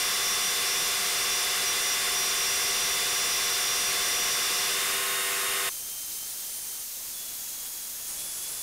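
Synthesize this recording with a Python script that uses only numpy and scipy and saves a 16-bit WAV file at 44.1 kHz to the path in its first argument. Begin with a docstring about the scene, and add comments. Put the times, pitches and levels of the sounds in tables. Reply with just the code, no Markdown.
"""A belt-driven mill cuts steel, loud enough to overload the microphone: chattering tones over scraping noise.
Near 5 s the cutter leaves the steel, the load goes and all shafts speed up; their tones are sums of sines,
joined by broad, blurred high tones made of narrow noise bands. A hard cut leads to a quieter band saw sawing
a steel block: a thin motor whine that follows the load, made of three sines, over filtered noise for
blade hiss, ringing and frame rumble. Near 8 s the hiss is heard from close by."""
import sys
import numpy as np
from scipy import signal
from scipy.fft import rfft, irfft, next_fast_len
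from scipy.io import wavfile
from scipy.ndimage import uniform_filter1d

SR = 44100
rng = np.random.default_rng(int(sys.argv[2]) if len(sys.argv) > 2 else 0)


def bounce(signal):
    """Save signal as a 16-bit WAV file at the path given by the first command-line argument."""
    frames = np.transpose(np.atleast_2d(signal))
    limited = np.clip(frames, -1, 1)
    pcm = np.round(limited * 32767).astype(np.int16)
    wavfile.write(sys.argv[1], SR, pcm)


def to_linear_factor(level_db):
    """Convert decibel levels (scalar or array-like) to linear amplitude factors."""
    exponent = np.asarray(level_db, float) / 20
    return 10 ** exponent


N = 380141  # length in samples
CUT_S, FADE_S = 5.692, 0.008  # middle and length of the change from mill to saw
MILL_END = round((CUT_S + .05) * SR)  # sample at which the mill tones stop, after the change

# how deep the cutter is in the steel: t/s, load (clipped to 0-1), overall lift of the mill/dB
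MILL_LOAD = [(0, 1.01, 3.5), (4.6, 0.98, 4), (4.75, 0.73, 4), (4.9, .45, 5), (5.02, 0.03, 3.4),
             (5.7, 0.02, 3.5)]
# turning rates: f/Hz under full load, f/Hz running free, unsteadiness under full load (share of the rate)
SPINDLE_RATE, PULLEY_RATE, MOTOR_RATE = (90.2, 91.33, .0012), (15.98, 16.27, .0006), (549.6, 562.3, .002)
GEAR_RATE = (3520, 3652, .0012)
# tones of each shaft, before the overall lift: multiple of its rate, level/dB cutting, level/dB free
SPINDLE_TONES = [(4, -63, -70), (6, -63, -70), (8, -50, -66), (12, -50, -70), (36, -52, -70),
                 (44, -51, -67), (47, -54, -69), (49, -59, -53), (51, -53, -70), (53, -49, -58),
                 (55, -52, -55), (56, -48, -55), (57, -64, -51), (59, -47, -52), (60, -44, -70),
                 (62, -45, -70), (63, -70, -53), (64, -38, -54), (65, -52, -57), (66, -46, -67),
                 (67, -57, -55), (68, -51, -65), (70, -57, -61), (73, -54, -46), (80, -49, -56),
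                 (81, -70, -51), (82, -50, -47), (85, -56, -59), (87, -67, -53), (89, -62, -53),
                 (95, -56, -51), (96, -58, -51), (97, -70, -55), (99, -62, -55), (101, -56, -56),
                 (102, -46, -60), (103, -70, -44), (104, -56, -55), (105, -55, -51), (134, -70, -53),
                 (137, -70, -56)]
PULLEY_TONES = [(12, -65, -69), (24, -54, -48), (25, -53, -59), (30, -52, -50), (31, -57, -61),
                (36, -63, -63), (42, -56, -52), (48, -63, -61), (54, -58, -60), (60, -60, -58),
                (66, -53, -47), (67, -57, -60), (72, -49, -56), (78, -54, -48), (84, -58, -60),
                (90, -57, -48), (91, -56, -60), (95, -57, -64), (96, -60, -50), (101, -54, -70),
                (102, -55, -58), (106, -59, -70), (108, -55, -56), (114, -55, -45), (119, -59, -70),
                (123, -55, -60), (126, -50, -47), (127, -48, -56), (128, -55, -70), (129, -57, -52),
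                (132, -52, -58), (134, -57, -70), (140, -58, -70), (144, -55, -54), (150, -52, -70),
                (151, -55, -70), (156, -56, -53), (168, -57, -70), (174, -53, -50), (179, -54, -70)]
MOTOR_TONES = [(8, -56, -52), (9, -52, -50), (10, -59, -60), (11, -55, -58), (14, -55, -57), (16, -58, -47),
               (18, -51, -52), (20, -50, -49), (21, -51, -49), (23, -60, -58), (24, -70, -60),
               (27, -65, -63)]
# tone of a gear mesh in the head, same columns
GEAR_TONES = [(1, -39, -44.5)]
# spindle and motor tones between the whole multiples, same columns
SPINDLE_BETWEEN = [(48.55, -55, -70), (54.5, -47, -70)]
MOTOR_BETWEEN_TONES = [(6.497, -47, -60), (26.06, -62, -55)]
# the cutter's upper bending mode sings in bursts: start t/s, length/s, level over its usual one/dB
CHATTER_BURSTS = [(0.0, 0.18, -0.5), (0.232, .13, 2.5), (0.4, .13, 2), (.66, 0.23, 1), (1.056, 0.042, -3),
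                  (1.153, .1, 1), (1.29, 0.15, 2), (1.657, .07, 3), (1.804, 0.14, 3), (2.15, .18, 4.5),
                  (2.364, 0.59, 1), (3.07, 0.33, 1.5), (3.424, .14, 1), (3.6, 0.31, 0.5), (4.002, 0.36, 1),
                  (4.387, .1, -2), (4.538, .21, -1)]
CHATTER_MULTIPLES = 64, 60  # spindle multiples at the upper and lower bending mode
LULL_DB, BURST_EDGE_S = -11, .03  # level between bursts; length of their rise and fall
LOWER_FOLLOWS, LOWER_WAVER_DB = .3, 2.0  # lower mode: share of the upper swing, and its own wander
# colour of the scraping noise, cutting and free: f/Hz, relative level per Hz/dB
CUTTING_COLOUR = [(15, -47), (25, -20.5), (306, -16.5), (390, -12.5), (974, -11), (1110, -4), (1350, -4),
                  (2070, -3), (3270, -3.5), (3550, -2), (4170, -4), (5610, -1.5), (6590, -6), (9350, -5),
                  (15600, -15.5)]
FREE_COLOUR = [(15, -49), (25, -24), (247, -17.5), (390, -8), (616, -17), (668, -8), (923, -13),
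               (1080, -0.5), (1380, -4), (1810, 0), (3360, -3), (3640, -2), (4770, -11), (9350, -7.5),
               (15600, -11.5)]
CUTTING_DB, FREE_DB = -31, -33  # before load, knocks and overall lift
# broad, blurred high tones of the running mill, before the overall lift:
# f/Hz, width/Hz, level/dB cutting, level/dB free
BLURRED_TONES = [(1160, 380, -49.5, -49), (2015, 280, -46, -51), (2770, 290, -42, -43.5),
                 (4900, 360, -60, -58), (5600, 670, -52, -53), (6680, 67, -51, -54), (7115, 140, -48, -54),
                 (8480, 370, -49.5, -50), (9260, 190, -46.5, -45), (9800, 72, -61, -49),
                 (10500, 76, -67, -50), (12020, 220, -48, -44), (12780, 700, -48, -50),
                 (14300, 200, -59, -61)]

# colour of the saw's whine, held until the next row: from t/s, level/dB of multiples 1, 2 and 3
WHINE_COLOUR = [(5.69, -54, -50, -46), (6.25, -56, -57, -51), (6.5, -58.5, -52, -46), (6.83, -65, -59, -60),
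                (6.98, -64, -53, -63), (7.13, -52, -59, -52), (7.3, -58, -53, -55), (7.58, -57, -50, -53),
                (8.075, -62, -47, -43.5), (8.18, -51, -56, -43.5)]
# saw motor speed, rising when the push eases, sagging while the trigger is let go: t/s, commutator f/Hz
SAW_MOTOR_SPEED = [(5.69, 3125), (6.23, 3120), (6.29, 3205), (6.37, 3200), (6.47, 3130), (6.82, 3105),
                   (6.85, 2710), (6.96, 2770), (7.02, 3280), (7.08, 3460), (7.13, 3460), (7.25, 3410),
                   (7.33, 3370), (7.6, 3316), (8.17, 3316), (8.26, 3440), (8.38, 3370), (8.55, 3472),
                   (8.62, 3460)]
# colour of the tooth hiss from afar and from close by: f/Hz, relative level per Hz/dB
HISS_FAR = [(1200, -19.5), (2100, -12.5), (3000, -8), (4100, -3.5), (4700, -3), (6400, 0), (7800, -1),
            (9300, 0.5), (11600, -1.5), (13600, 0.5), (15000, -0.5), (16000, -7)]
HISS_CLOSE = [(1200, -32), (2100, -13), (3000, -10), (4100, -5.5), (5600, -2), (6600, -1), (8500, -0.5),
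              (10500, -0.5), (12000, -2.5), (13600, -5), (15000, -5), (16000, -10)]
CLOSER_S = 8.073  # from here on the saw is heard from close by
HISS_DB, HISS_SAG_DB_PER_S, HISS_NEAR_DB = -35.5, .5, -35  # level at the cut, its slow fall, level close by
# guides and housing of the saw ring faintly with the teeth: f/Hz, width/Hz, usual level/dB
SAW_RINGING = [(6450, 150, -55), (7460, 40, -59), (9180, 80, -56), (12500, 120, -58), (13720, 150, -55)]
# colour of the frame rumble: f/Hz, relative level per Hz/dB
FRAME_COLOUR = [(15, -32), (25, -2), (27, 0), (71, -5), (624, -5), (674, -4.5), (1770, -5), (2500, -7.5),
                (3250, -7.5), (5500, -120)]
RUMBLE_DB, RUMBLE_NEAR_DB = -53, -49.5  # usual level from afar and from close by
TRIGGER_OFF_S, TRIGGER_ON_S, COASTING_DB = 6.84, 6.96, -4  # the frame quietens while the motor coasts
MILL_TOP_DB, SAW_TOP_DB = -23.4, -25.5  # ceiling of the overloaded microphone


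def mill():
    """Shafts and a gear mesh sing, with blurred high tones, over the noise of the scraping cutter."""
    load, overall_db = in_time(MILL_LOAD)
    load = np.clip(load, 0, 1)
    spindle, pulley = turning(SPINDLE_RATE, load), turning(PULLEY_RATE, load)
    sung = spindle_tones(spindle, load) + motor_tones(load)
    sung += tones(PULLEY_TONES, pulley, load, waver_db=1.2, smear=.004)
    sung += tones(GEAR_TONES, turning(GEAR_RATE, load), load, waver_db=.8, smear=.4)
    return to_linear_factor(overall_db) * (sung + blurred_tones(spindle, load) + scraping(pulley, load))


def spindle_tones(spindle, load):
    """Multiples of the spindle rate; under load, chatter carries those around each bending mode with it."""
    swells_db = [db[:MILL_END] for db in chatter()]

    def chatter_lift_db(multiple):
        return sum(db * np.exp(-((multiple - centre) / 1.5) ** 2)
                   for db, centre in zip(swells_db, CHATTER_MULTIPLES))

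    table = SPINDLE_TONES + SPINDLE_BETWEEN
    return tones(table, spindle, load, waver_db=1.3, smear=.014, lift_db=chatter_lift_db)


def chatter():
    """The cutter bends to and fro in bursts: swells in dB of its upper and lower bending mode."""
    t = np.arange(N) / SR
    upper = np.full(N, float(LULL_DB))
    for start, length, db in CHATTER_BURSTS:
        upper[(t >= start) & (t < start + length)] = db
    upper = soften(upper, BURST_EDGE_S)
    lower = LOWER_FOLLOWS * upper + LOWER_WAVER_DB * drift(6.0)
    return upper, lower


def motor_tones(load):
    """Multiples of the motor rate; an uneven rotor flutters them at 41.5 Hz as the load goes."""
    flutter = 1 + 0.27 * (1 - load) * np.cos(2 * np.pi * 41.5 * np.arange(N) / SR)
    table = MOTOR_TONES + MOTOR_BETWEEN_TONES
    return flutter * tones(table, turning(MOTOR_RATE, load), load, waver_db=1.8, smear=.1)


def blurred_tones(spindle, load):
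    """Broad, blurred high tones of the running mill: narrow noise bands that swell with each bite."""
    bites = 1 + 0.11 * load * np.cos(2 * spindle)  # two bites a spindle turn
    noise = rng.standard_normal(N) * bites
    blurred = np.zeros(N)
    for hz, width_hz, cutting_db, free_db in BLURRED_TONES:
        db = free_db + load * (cutting_db - free_db)
        blurred += to_linear_factor(db) * resonance(noise, hz, width_hz)
    return blurred


def scraping(pulley, load):
    """Noise that throbs with the belt pulley and blends from the cutting to the free colour."""
    # once, six and twelve times a pulley turn
    knock = 1 + 0.049 * np.cos(pulley) + 0.15 * np.cos(6 * pulley) + 0.27 * np.cos(12 * pulley)
    cutting = to_linear_factor(CUTTING_DB) * coloured(CUTTING_COLOUR)
    free = to_linear_factor(FREE_DB) * coloured(FREE_COLOUR)
    return knock * (np.sqrt(load) * cutting + np.sqrt(1 - load) * free)


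def turning(rates, load):
    """Angle of a shaft or gear in radians: load slows it down and makes it unsteady."""
    cutting_hz, free_hz, unsteady = rates
    hz = free_hz + load * (cutting_hz - free_hz + cutting_hz * unsteady * drift(3.996))
    return 2 * np.pi * np.cumsum(hz) / SR


def tones(table, angle, load, waver_db, smear, lift_db=lambda multiple: 0):
    """Sines that waver in level and phase, more under load; the phase of high multiples blurs most."""
    out = np.zeros(N)
    angle, load = angle[:MILL_END], load[:MILL_END]
    for multiple, cutting_db, free_db in table:
        db = free_db + load * (cutting_db - free_db + lift_db(multiple))
        db = db + waver_db * (0.34 + 0.77 * load) * drift(7.8, size=MILL_END)
        blur = smear * (0.12 + 0.43 * load) * drift(8.0, size=MILL_END)
        phase = multiple * (angle + blur) + rng.uniform(0, 2 * np.pi)
        out[:MILL_END] += np.sqrt(2) * to_linear_factor(db) * np.sin(phase)  # root 2: from rms to peak
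    return out


def saw():
    """Motor whine over blade hiss, faint ringing and frame rumble."""
    near = np.arange(N) / SR >= CLOSER_S
    return saw_whine() + blade_hiss(near) + saw_ringing() + frame_rumble(near)


def saw_whine():
    """Three multiples of the commutator rate, shaken by the teeth, with levels stepping over time."""
    hz, = in_time(SAW_MOTOR_SPEED)
    starts, *levels = np.transpose(WHINE_COLOUR)
    row = np.maximum(np.searchsorted(starts, np.arange(N) / SR) - 1, 0)
    shake = .0024 * drift(45.0)
    angle = 2 * np.pi * np.cumsum(hz * (1 + shake)) / SR
    whine = np.zeros(N)
    for multiple, level in enumerate(levels, 1):
        db = soften(level[row], .015) + 2.0 * drift(23.0)
        whine += np.sqrt(2) * to_linear_factor(db) * np.sin(multiple * angle + multiple)
    return whine


def blade_hiss(near):
    """Flickering noise of the teeth, slowly sinking, then heard from close by."""
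    since_cut = np.maximum(np.arange(N) / SR - CUT_S, 0)
    db = np.where(near, HISS_NEAR_DB, HISS_DB - HISS_SAG_DB_PER_S * since_cut)
    hiss = np.where(near, coloured(HISS_CLOSE), coloured(HISS_FAR))
    return to_linear_factor(db + 0.54 * drift(18.0)) * hiss


def saw_ringing():
    """Guides and housing ring at their own pitches, driven by noise of the teeth."""
    teeth = rng.standard_normal(N)
    return sum(to_linear_factor(db + 2.0 * drift(3.6)) * resonance(teeth, hz, width_hz)
               for hz, width_hz, db in SAW_RINGING)


def frame_rumble(near):
    """Mostly low noise of the saw frame, quieter while the motor coasts."""
    t = np.arange(N) / SR
    coasting = soften(1. * ((t > TRIGGER_OFF_S) & (t < TRIGGER_ON_S)), 0.047)
    db = np.where(near, RUMBLE_NEAR_DB, RUMBLE_DB + COASTING_DB * coasting)
    return to_linear_factor(db + 0.41 * drift(18.0)) * coloured(FRAME_COLOUR)


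def second_shot():
    """Share of the saw scene: 0 before the cut, 1 after it."""
    return np.clip((np.arange(N) / SR - CUT_S) / FADE_S + .5, 0, 1)


def rms_one(x):
    """Scales a sound to rms 1."""
    return x / np.sqrt(np.mean(x ** 2) + 1e-20)


def in_time(rows):
    """Draws straight lines between the rows of a table, one curve for each column after the time."""
    s, *columns = np.transpose(rows)
    return [np.interp(np.arange(N) / SR, s, column) for column in columns]


def drift(rate_hz, size=N):
    """Slow chance of spread 1: noise at every 50th sample through two equal low-passes of this corner."""
    r = np.exp(-100 * np.pi * rate_hz / SR)
    noise = rng.standard_normal(size // 50 + 1002)
    slow = signal.lfilter([1], [1, -2 * r, r * r], noise)[1000:]  # drop the filter's start
    return np.interp(np.arange(size) / 50, np.arange(len(slow)), rms_one(slow))


def coloured(spectrum):
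    """Noise shaped to the given spectrum; rms 1."""
    size = next_fast_len(N)
    hz, db = np.transpose(spectrum)
    bin_hz = np.arange(size // 2 + 1) * SR / size
    shape = to_linear_factor(np.interp(np.log(bin_hz + 1), np.log(hz), db))
    return rms_one(irfft(rfft(rng.standard_normal(size)) * shape, size)[:N])


def resonance(x, hz, width_hz):
    """One resonance passed twice, so that little is left on either side of it; rms 1."""
    r = np.exp(-1.5 * np.pi * width_hz / SR)
    section = [1, 0, -1, 1, -2 * r * np.cos(2 * np.pi * hz / SR), r * r]
    return rms_one(signal.sosfilt([section, section], x))


def soften(steps, edge_s):
    """Gives steps sloped edges by a moving average."""
    return uniform_filter1d(steps, max(int(edge_s * SR), 1), mode="nearest")


def scene():
    """The mill, then the saw, alike on both sides."""
    after = second_shot()
    return np.tile((1 - after) * mill() + after * saw(), (2, 1))


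def top_cut(x):
    """Nothing passes above the cut-off."""
    return signal.sosfilt(signal.butter(12, 16790, fs=SR, output="sos"), x)


def record(dry):
    """The microphone overloads at a ceiling set for each shot; the sides differ only in deep rumble."""
    top = to_linear_factor(MILL_TOP_DB + (SAW_TOP_DB - MILL_TOP_DB) * second_shot())
    knee = 9.0  # higher bends more sharply into the ceiling
    clipped = dry / (1 + np.abs(dry / top) ** knee) ** (1 / knee)
    low_pass = signal.ellip(14, .3, 60, 15740, fs=SR, output="sos")  # cuts the top above 15740 Hz
    cut = signal.sosfilt(low_pass, clipped)
    rumble = to_linear_factor(-84) * coloured([(20, 0), (60, -6), (120, -20), (300, -50)])  # f/Hz, relative level/dB
    offset = .0005  # constant shift of the wave
    mix = cut + rumble * [[1], [-1]] + offset
    return top_cut(mix)


dry = scene()
out = record(dry)
bounce(out)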